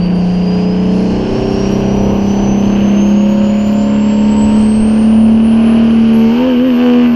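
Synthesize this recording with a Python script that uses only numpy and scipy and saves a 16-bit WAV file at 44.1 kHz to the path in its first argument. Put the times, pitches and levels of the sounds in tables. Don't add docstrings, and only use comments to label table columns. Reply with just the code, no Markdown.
import sys
import numpy as np
from scipy import signal
from scipy.fft import rfft, irfft, next_fast_len
from scipy.io import wavfile
from scipy.ndimage import uniform_filter1d

SR = 44100
rng = np.random.default_rng(int(sys.argv[2]) if len(sys.argv) > 2 else 0)


def dump(signal):
    limited = np.clip(np.atleast_2d(signal).T, -1, 1)
    pcm = np.round(limited * 32767).astype(np.int16)
    wavfile.write(sys.argv[1], SR, pcm)


N = 315315
TIME = np.arange(N) / SR

# time_s, firing_hz
ENGINE_SPEED = [(0.0, 177.2), (0.55, 181.3), (0.95, 185.9), (1.55, 193.6), (2.15, 198.5), (2.5, 199.4),
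                (2.85, 201.1), (3.55, 207.7), (3.75, 209.2), (4.35, 212.2), (4.8, 216.8), (5.8, 227.5),
                (5.95, 226.5), (6.1, 224.5), (6.29, 225.8), (6.4, 247.0), (6.57, 240.5), (6.66, 242.0),
                (6.75, 238.8), (6.82, 247.0), (6.9, 244.6), (7.05, 242.5), (7.15, 234.7)]
# time_s, level_db
DRONE_LEVEL = [(0.0, -12), (1.0, -12.5), (1.25, -18), (1.5, -18.5), (1.65, -15), (2.05, -13.5), (3.2, -9),
               (3.65, -11.5), (4.65, -8.5), (4.85, -9.5), (5.24, -6), (5.4, -8), (6.25, -7), (6.34, -10),
               (6.39, -10), (7.05, -7.5), (7.15, -8.5)]
# time_s, level_db
BARK_LEVEL = [(0, -35.5), (.95, -44), (1.14, -24), (1.44, -17), (3.3, -34), (4.8, -26.5), (5.25, -33.5),
              (6, -29), (6.26, -19), (6.35, -25), (6.42, -18.5), (6.51, -20), (6.555, -22.5), (6.605, -20),
              (6.76, -26.5), (6.86, -14.5), (7.0, -17.5), (7.15, -42)]
# time_s, even_orders_db, odd_orders_db
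IMBALANCE = [(0, -27, -19), (1, -20.5, -16.5), (1.7, -18, -17.5), (2.8, -20.5, -18.8), (3.6, -24, -22),
             (4.5, -21.5, -23.5), (5.2, -24.5, -23.5), (5.8, -23, -20.5), (6.3, -22, -31),
             (7.15, -20.5, -31)]
# order, level_db
LOPE_ORDERS = [(2, -10.2), (3, -19.7), (4, -8.1), (5, -11.9), (7, -2.7), (8, -5.9), (9, -12.6), (10, -6.9),
               (11, -19.1), (13, -14.5), (14, -9.8), (15, -19.2), (16, -10.3), (17, -16.5), (18, -19.3),
               (19, -21.4), (20, -15.5), (21, -21.8), (22, -18.0), (23, -21.5), (24, -20.8), (25, -27.2),
               (26, -18.4), (27, -23.2), (28, -21.9), (29, -30.1), (30, -26.0), (31, -28.3), (32, -26.5),
               (33, -26.5), (34, -30.7), (35, -33.6), (36, -31.9), (37, -34.2)]
# centre_hz, half_width_hz, gain_db, strongest_s, reach_s
TRACK_RESONANCES = [(50, 163, -11.0, 6.73, 0.4), (70, 18, 5.0, 5.27, 0.87), (84, 17, -12.5, 3.1, 0.92),
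                    (109, 16, 11.0, 3.75, 0.77), (128, 24, -13.5, 4.9, 0.39), (133, 8, 4.0, 1.88, 0.81),
                    (158, 14, -13.0, 0.99, 2.09), (232, 17, -9.0, 0.31, 0.31), (255, 15, -16.0, 1.85, 0.81),
                    (260, 8, -8.0, 5.81, 0.6), (276, 21, -11.0, 6.96, 0.58), (283, 21, -7.5, 3.35, 0.26),
                    (284, 17, 7.5, 1.4, 0.75), (286, 11, 10.0, 4.19, 0.62), (300, 14, -5.5, 0.08, 0.26),
                    (327, 14, 7.0, 0.06, 0.47), (340, 8, 10.0, 2.24, 2.2), (351, 95, -5.0, 4.42, 1.01),
                    (396, 12, -12.0, 0.65, 0.52), (414, 20, 13.0, 5.65, 0.59), (426, 16, 11.0, 0.88, 1.01),
                    (451, 10, -12.0, 0.0, 2.12), (463, 29, -16.0, 3.47, 0.4), (480, 10, -7.5, 5.29, 0.35),
                    (531, 17, -5.0, 2.49, 0.27), (534, 10, -12.5, 1.12, 0.35), (549, 11, 12.5, 4.53, 2.5),
                    (556, 56, -10.0, 7.01, 1.44), (562, 16, 3.5, 4.1, 0.4), (599, 12, 9.0, 3.45, 0.56),
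                    (636, 23, 10, 2.95, 0.1), (651, 15, 7.0, 0.0, 1.95), (653, 21, 12.5, 5.49, 0.45),
                    (697, 12, 7.0, 5.1, 0.38), (699, 14, 7.0, 3.77, 0.33), (720, 16, 11.5, 0.21, 0.45),
                    (735, 12, 4, 6.9, 0.2), (741, 24, 9.0, 6.94, 0.5), (764, 78, 6.0, 2.42, 0.35),
                    (771, 51, -12.0, 4.05, 0.62), (857, 189, -10.0, 6.63, 0.16), (915, 28, 13, 6.45, 0.3),
                    (922, 14, 9.0, 3.53, 2.5), (925, 22, 4.5, 4.3, 0.55), (1010, 21, 10.5, 3.85, 0.39),
                    (1100, 60, 6, 6.9, 0.3)]
# time_s, level_db
ROAR_LEVEL = [(0, -29), (.75, -32), (1.25, -25), (2.8, -25), (2.95, -22), (3.12, -31), (4, -31),
              (4.3, -26.5), (6, -29.5), (6.45, -29), (6.8, -33), (7.15, -33.5)]
# frequency_hz, level_db
ROAR_SPECTRUM = [(70, -30.5), (130, -4), (220, -1), (420, -5), (650, -7), (930, -15), (1250, -30),
                 (2000, -32)]
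CYLINDER_LEVELS = [0, -7, -5, -.5, -7, -4.5]
# time_s, level_db
RASP_LEVEL = [(0, -38), (1.1, -36), (1.6, -34), (2.15, -36.5), (2.65, -34.5), (2.88, -32), (3.2, -35),
              (4.0, -35), (4.5, -34.5), (4.8, -36), (5.45, -36), (5.68, -31.5), (6, -33), (6.4, -31.5),
              (6.72, -33), (6.9, -30), (7.05, -30.5), (7.15, -35)]
# frequency_hz, level_db
RASP_SPECTRUM = [(500, -15), (1000, 7.5), (1300, 1.5), (1550, 6), (1900, -1), (2300, 1), (2750, 7.5),
                 (3100, 6), (3500, -10), (4500, -12.5), (7000, -37.5)]
# time_s, cracks_over_hiss_db
CRACK_RATIO = [(0, -13), (3, -11.5), (5.3, -8.5), (5.7, -11), (6.25, -3), (6.45, -3.5), (6.56, -7),
               (6.66, -3), (6.76, -1), (6.88, 3.5), (7.0, 2.5), (7.15, -2.5)]
# order, level_db
SNARL_ORDERS = [(38, -8), (40, -15), (44, -16), (50, -16), (52, -19), (56, -15), (58, -14), (62, -17),
                (64, -14), (66, -11), (68, -15), (70, -15), (72, -13), (74, -15), (76, -18), (78, -17),
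                (84, -20), (86, -20)]
# time_s, pitch_hz
TURBO_PITCH = [(0.0, 4625), (0.6, 4885), (1.92, 5806), (2.96, 6275), (4.44, 7833), (5.2, 9160),
               (5.98, 10500), (6.1, 10960), (6.3, 12100), (6.46, 12380), (6.56, 12720), (6.66, 12400),
               (6.75, 12680), (6.88, 12440), (7.15, 12200)]
# time_s, level_db
WHISTLE_LEVEL = [(0.0, -41), (0.05, -35), (0.14, -44), (0.45, -42.5), (0.6, -38), (1.08, -52), (1.42, -42),
                 (1.53, -36.5), (1.75, -38), (1.86, -41), (1.95, -39.5), (2.15, -46), (2.34, -37.5),
                 (2.5, -36), (2.65, -39.5), (2.88, -43), (3.02, -37), (3.41, -48.5), (3.65, -43),
                 (3.73, -49.5), (3.81, -41), (3.92, -49), (4.02, -43.5), (4.3, -43.5), (4.4, -34.5),
                 (4.6, -39.5), (4.75, -36), (5.05, -44), (5.3, -47), (5.39, -56.5), (5.49, -43), (5.6, -51),
                 (5.7, -46), (5.8, -53.5), (6.08, -55), (6.16, -47), (6.26, -55), (6.55, -55.5),
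                 (6.9, -57.5), (7.15, -54)]
# time_s, level_db
AIR_LEVEL = [(0, -53), (1.45, -43), (2.15, -47.5), (2.9, -50), (4.6, -46.5), (5.35, -53.5), (5.7, -52.5),
             (6.25, -46.5), (6.7, -51), (7.15, -50.5)]
# frequency_hz, level_db
AIR_SPECTRUM = [(2500, -13.5), (3500, -6), (3900, -6), (4250, 4.5), (4700, 4.5), (5100, 1.5), (5500, 0.5),
                (6400, -4), (7200, -12), (8500, -17), (11000, -29), (14000, -40)]
# time_s, level_db
RUMBLE_LEVEL = [(0, -28.5), (1, -31), (1.3, -29), (1.7, -21.5), (4.05, -34.5), (4.45, -24.5), (5.9, -33.5),
                (7.15, -39.5)]
# frequency_hz, level_db
RUMBLE_SPECTRUM = [(8.8, -32.5), (15, -0.5), (43, -2), (70, -2), (97, -1.5), (125, -3), (160, -26),
                   (280, -120)]
# delay_s, level_db
REFLECTIONS = [(.023, -13), (.061, -16), (.118, -19)]
# peak_s, level_db, inverse_duration_hz
THUD_PULSES = [(4.61, -22, 22), (4.82, -13, 24)]
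# cut_s, overshoot_hz
THROTTLE_CUTS = [(6.48, 16), (6.664, 20)]


def undb(db):
    return 10 ** (np.asarray(db) / 20)


def curves(table):
    times, *columns = np.transpose(table)
    return [np.interp(TIME, times, column) for column in columns]


def unit(x):
    return x / np.sqrt(np.mean(x ** 2))


def noise():
    return rng.standard_normal(N)


def walk(rate_hz):
    hold = max(int(SR / rate_hz), 20)
    steps = np.repeat(rng.standard_normal(N // 20 + 1)[:N // hold + 1], hold)
    return unit(uniform_filter1d(uniform_filter1d(steps, hold), hold)[:N])


def colour(x, spectrum):
    size = next_fast_len(N + SR // 2, True) // 2 * 2
    hz, db = np.transpose(spectrum)
    log_hz = np.log(np.maximum(np.arange(size // 2 + 1) * SR / size, 1))
    outside = np.abs(log_hz - np.clip(log_hz, np.log(hz[0]), np.log(hz[-1])))
    log_gain = np.log(undb(np.interp(log_hz, np.log(hz), db))) - 2 * outside
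    cepstrum = irfft(log_gain, size)
    cepstrum[1:size // 2] *= 2
    cepstrum[size // 2 + 1:] = 0
    return unit(irfft(rfft(x, size) * np.exp(rfft(cepstrum)), size)[:N])


def tone(turns):
    return np.sqrt(2) * np.sin(2 * np.pi * turns)


def fading(turns, depth, rate_hz):
    in_phase = (1 + depth * walk(rate_hz)) * tone(turns)
    quadrature = depth * walk(rate_hz) * tone(turns + 1 / 4)
    return (in_phase + quadrature) / np.sqrt(1 + 2 * depth ** 2)


def firing_rate():
    return curves(ENGINE_SPEED)[0] + overshoot()


def drone(firings, drone_db=0.56, waver_db=0.5, null_s=1.374, null_width_s=0.17, leak_db=-11):
    level_db = curves(DRONE_LEVEL)[0] - 0.04 * overshoot()
    octave_db = curves(BARK_LEVEL)[0] + 0.26 * overshoot()
    polarity = np.tanh((TIME - null_s) / null_width_s)
    leak = undb(leak_db) * (1 - polarity ** 2)
    fundamental = polarity * tone(firings) - leak * tone(firings + 1 / 4)
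    gain = undb(level_db + drone_db + waver_db * walk(30))
    return gain * fundamental - undb(octave_db) * tone(2 * firings)


def lope(firings, swell_db=1, lag_firings=0.419):
    even_db, odd_db = (db + swell_db * walk(hz) for db, hz in zip(curves(IMBALANCE), (9, 10)))
    cycle_hz, cycles = firing_rate() / 6, (firings - lag_firings) / 6
    rattle = 0
    for order, db in LOPE_ORDERS:
        boom = resonance(order * cycle_hz)
        gain = undb(db + (odd_db if order % 2 else even_db)) * boom
        depth = min(.08 + .01 * order, .3) / np.maximum(boom, 1)
        turns = order * cycles - order ** 2 / 12
        rattle += gain * fading(turns, depth, rate_hz=12)
    return rattle


def resonance(pitch_hz):
    t, hz = TIME[::256], pitch_hz[::256]
    gain_db = sum(db * np.exp(-((hz - centre_hz) / width_hz) ** 2 - ((t - strongest_s) / reach_s) ** 2)
                  for centre_hz, width_hz, db, strongest_s, reach_s in TRACK_RESONANCES)
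    return np.interp(TIME, t, undb(gain_db))


def roar(firings, knock_gain=0.73, lag_firings=.6):
    knocks = shocks(firings - lag_firings, scatter_db=1.9, jitter_firings=.03) * np.clip(noise(), -2, 2)
    gas = puffs(firings - lag_firings, decay_firings=0.94)
    return undb(curves(ROAR_LEVEL)[0]) * colour(gas + knock_gain * knocks, ROAR_SPECTRUM)


def shocks(firings, scatter_db, jitter_firings):
    count = np.floor(firings + jitter_firings * walk(200)).astype(int)
    size = undb(np.array(CYLINDER_LEVELS)[count % 6] + scatter_db * rng.uniform(-1, 1, N))
    return unit(np.diff(count, prepend=count[0]) * size)


def puffs(firings, decay_firings):
    return noise() * unit(np.exp(-(firings % 1) / decay_firings))


def rasp(firings, rasp_db=2.0, surge_db=.5, lag_firings=.6):
    gain = undb(curves(RASP_LEVEL)[0] + rasp_db + surge_db * walk(14))
    impulses = shocks(firings - lag_firings, scatter_db=2, jitter_firings=0.0045)
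    cracks = unit(impulses * (1.5 + np.clip(noise(), -1, 1)))
    gas = puffs(firings - lag_firings, decay_firings=.75)
    ratio = undb(curves(CRACK_RATIO)[0])
    total = np.sqrt(1 + ratio ** 2)
    mouth = colour((gas - ratio * cracks) / total, RASP_SPECTRUM)
    return gain * (mouth + snarl(firings) * ratio / total)


def snarl(firings, snarl_db=1, flare_db=3.5):
    ring = 0
    for order, db in SNARL_ORDERS:
        flare = unit(undb(flare_db * walk(14)))
        ring += undb(db) * flare * fading(order * firings / 6 + rng.random(), depth=.22, rate_hz=30)
    return undb(snarl_db) * ring


def turbo(firings, flutter_db=1.1, octave_db=-59, octave_flutter_db=3, skirt_db=-17, skirt_boost_db=5.5):
    (pitch_hz,), (level_db,) = curves(TURBO_PITCH), curves(WHISTLE_LEVEL)
    boost = (pitch_hz / pitch_hz.max()) ** 2
    wander = (.0005 + .001 * boost ** 2) * walk(90) + .0006 * walk(14)
    turns = np.cumsum(pitch_hz * (1 + wander)) / SR
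    throb = 1 + (.07 + .5 * boost) * tone(firings)
    blade = fading(turns, depth=.3, rate_hz=60) * throb
    sidebands = walk(840) * tone(turns) + walk(840) * tone(turns + 1 / 4)
    skirt = undb(skirt_db + skirt_boost_db * boost) * sidebands
    octave_flutter = unit(undb(octave_flutter_db * walk(22)))
    octave = octave_flutter * fading(2 * turns, depth=.5, rate_hz=160) * throb
    octave_gain = undb(octave_db) * np.minimum(pitch_hz / 7100, 1)
    return undb(level_db + flutter_db * walk(18)) * (blade + skirt) + octave_gain * octave


def rushing_air(air_db=4, flicker_db=1.3):
    return undb(curves(AIR_LEVEL)[0] + air_db + flicker_db * walk(14)) * colour(noise(), AIR_SPECTRUM)


def ground_rumble(rumble_db=1, swell_db=2):
    gain = undb(curves(RUMBLE_LEVEL)[0] + rumble_db + swell_db * walk(12))
    return gain * colour(noise(), RUMBLE_SPECTRUM)


def echoes(x):
    return x + sum(undb(db) * np.interp(TIME - delay_s, TIME, x, left=0) for delay_s, db in REFLECTIONS)


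def thuds():
    return sum(undb(db) * np.exp(-((TIME - peak_s) * hz * 2) ** 2) * np.cos(np.pi * hz * (TIME - peak_s))
               for peak_s, db, hz in THUD_PULSES)


def overshoot(ramp_s=.09):
    return sum(hz * np.maximum(1 - np.abs(TIME - cut_s) / ramp_s, 0) for cut_s, hz in THROTTLE_CUTS)


def scene(treble_right_db=1.44, side_db=-26, drone_side_db=-34, rumble_side_db=-23, side_delay_s=.012):
    firings = np.cumsum(firing_rate() * (1 + .001 * walk(20))) / SR
    air = rushing_air()
    rumble, rumble_side = ground_rumble(), ground_rumble()
    stack = drone(firings)
    body = lope(firings) + roar(firings)
    treble = echoes(rasp(firings) + air) + turbo(firings)
    reflected = undb(side_db) * (treble + body) + undb(drone_side_db) * stack
    side = np.interp(TIME - side_delay_s, TIME, reflected, left=0) + undb(rumble_side_db) * rumble_side
    ears = np.array([[1], [-1]])
    return stack + body + rumble + thuds() + treble * undb(-ears * treble_right_db / 2) + ears * side


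def record(dry, ceiling=.95, top_hz=14400):
    rounded = dry / (1 + (dry / ceiling) ** 8) ** (1 / 8)
    return signal.sosfilt(signal.ellip(10, .2, 80, top_hz, fs=SR, output="sos"), rounded)


dry = scene()
out = record(dry)
dump(out)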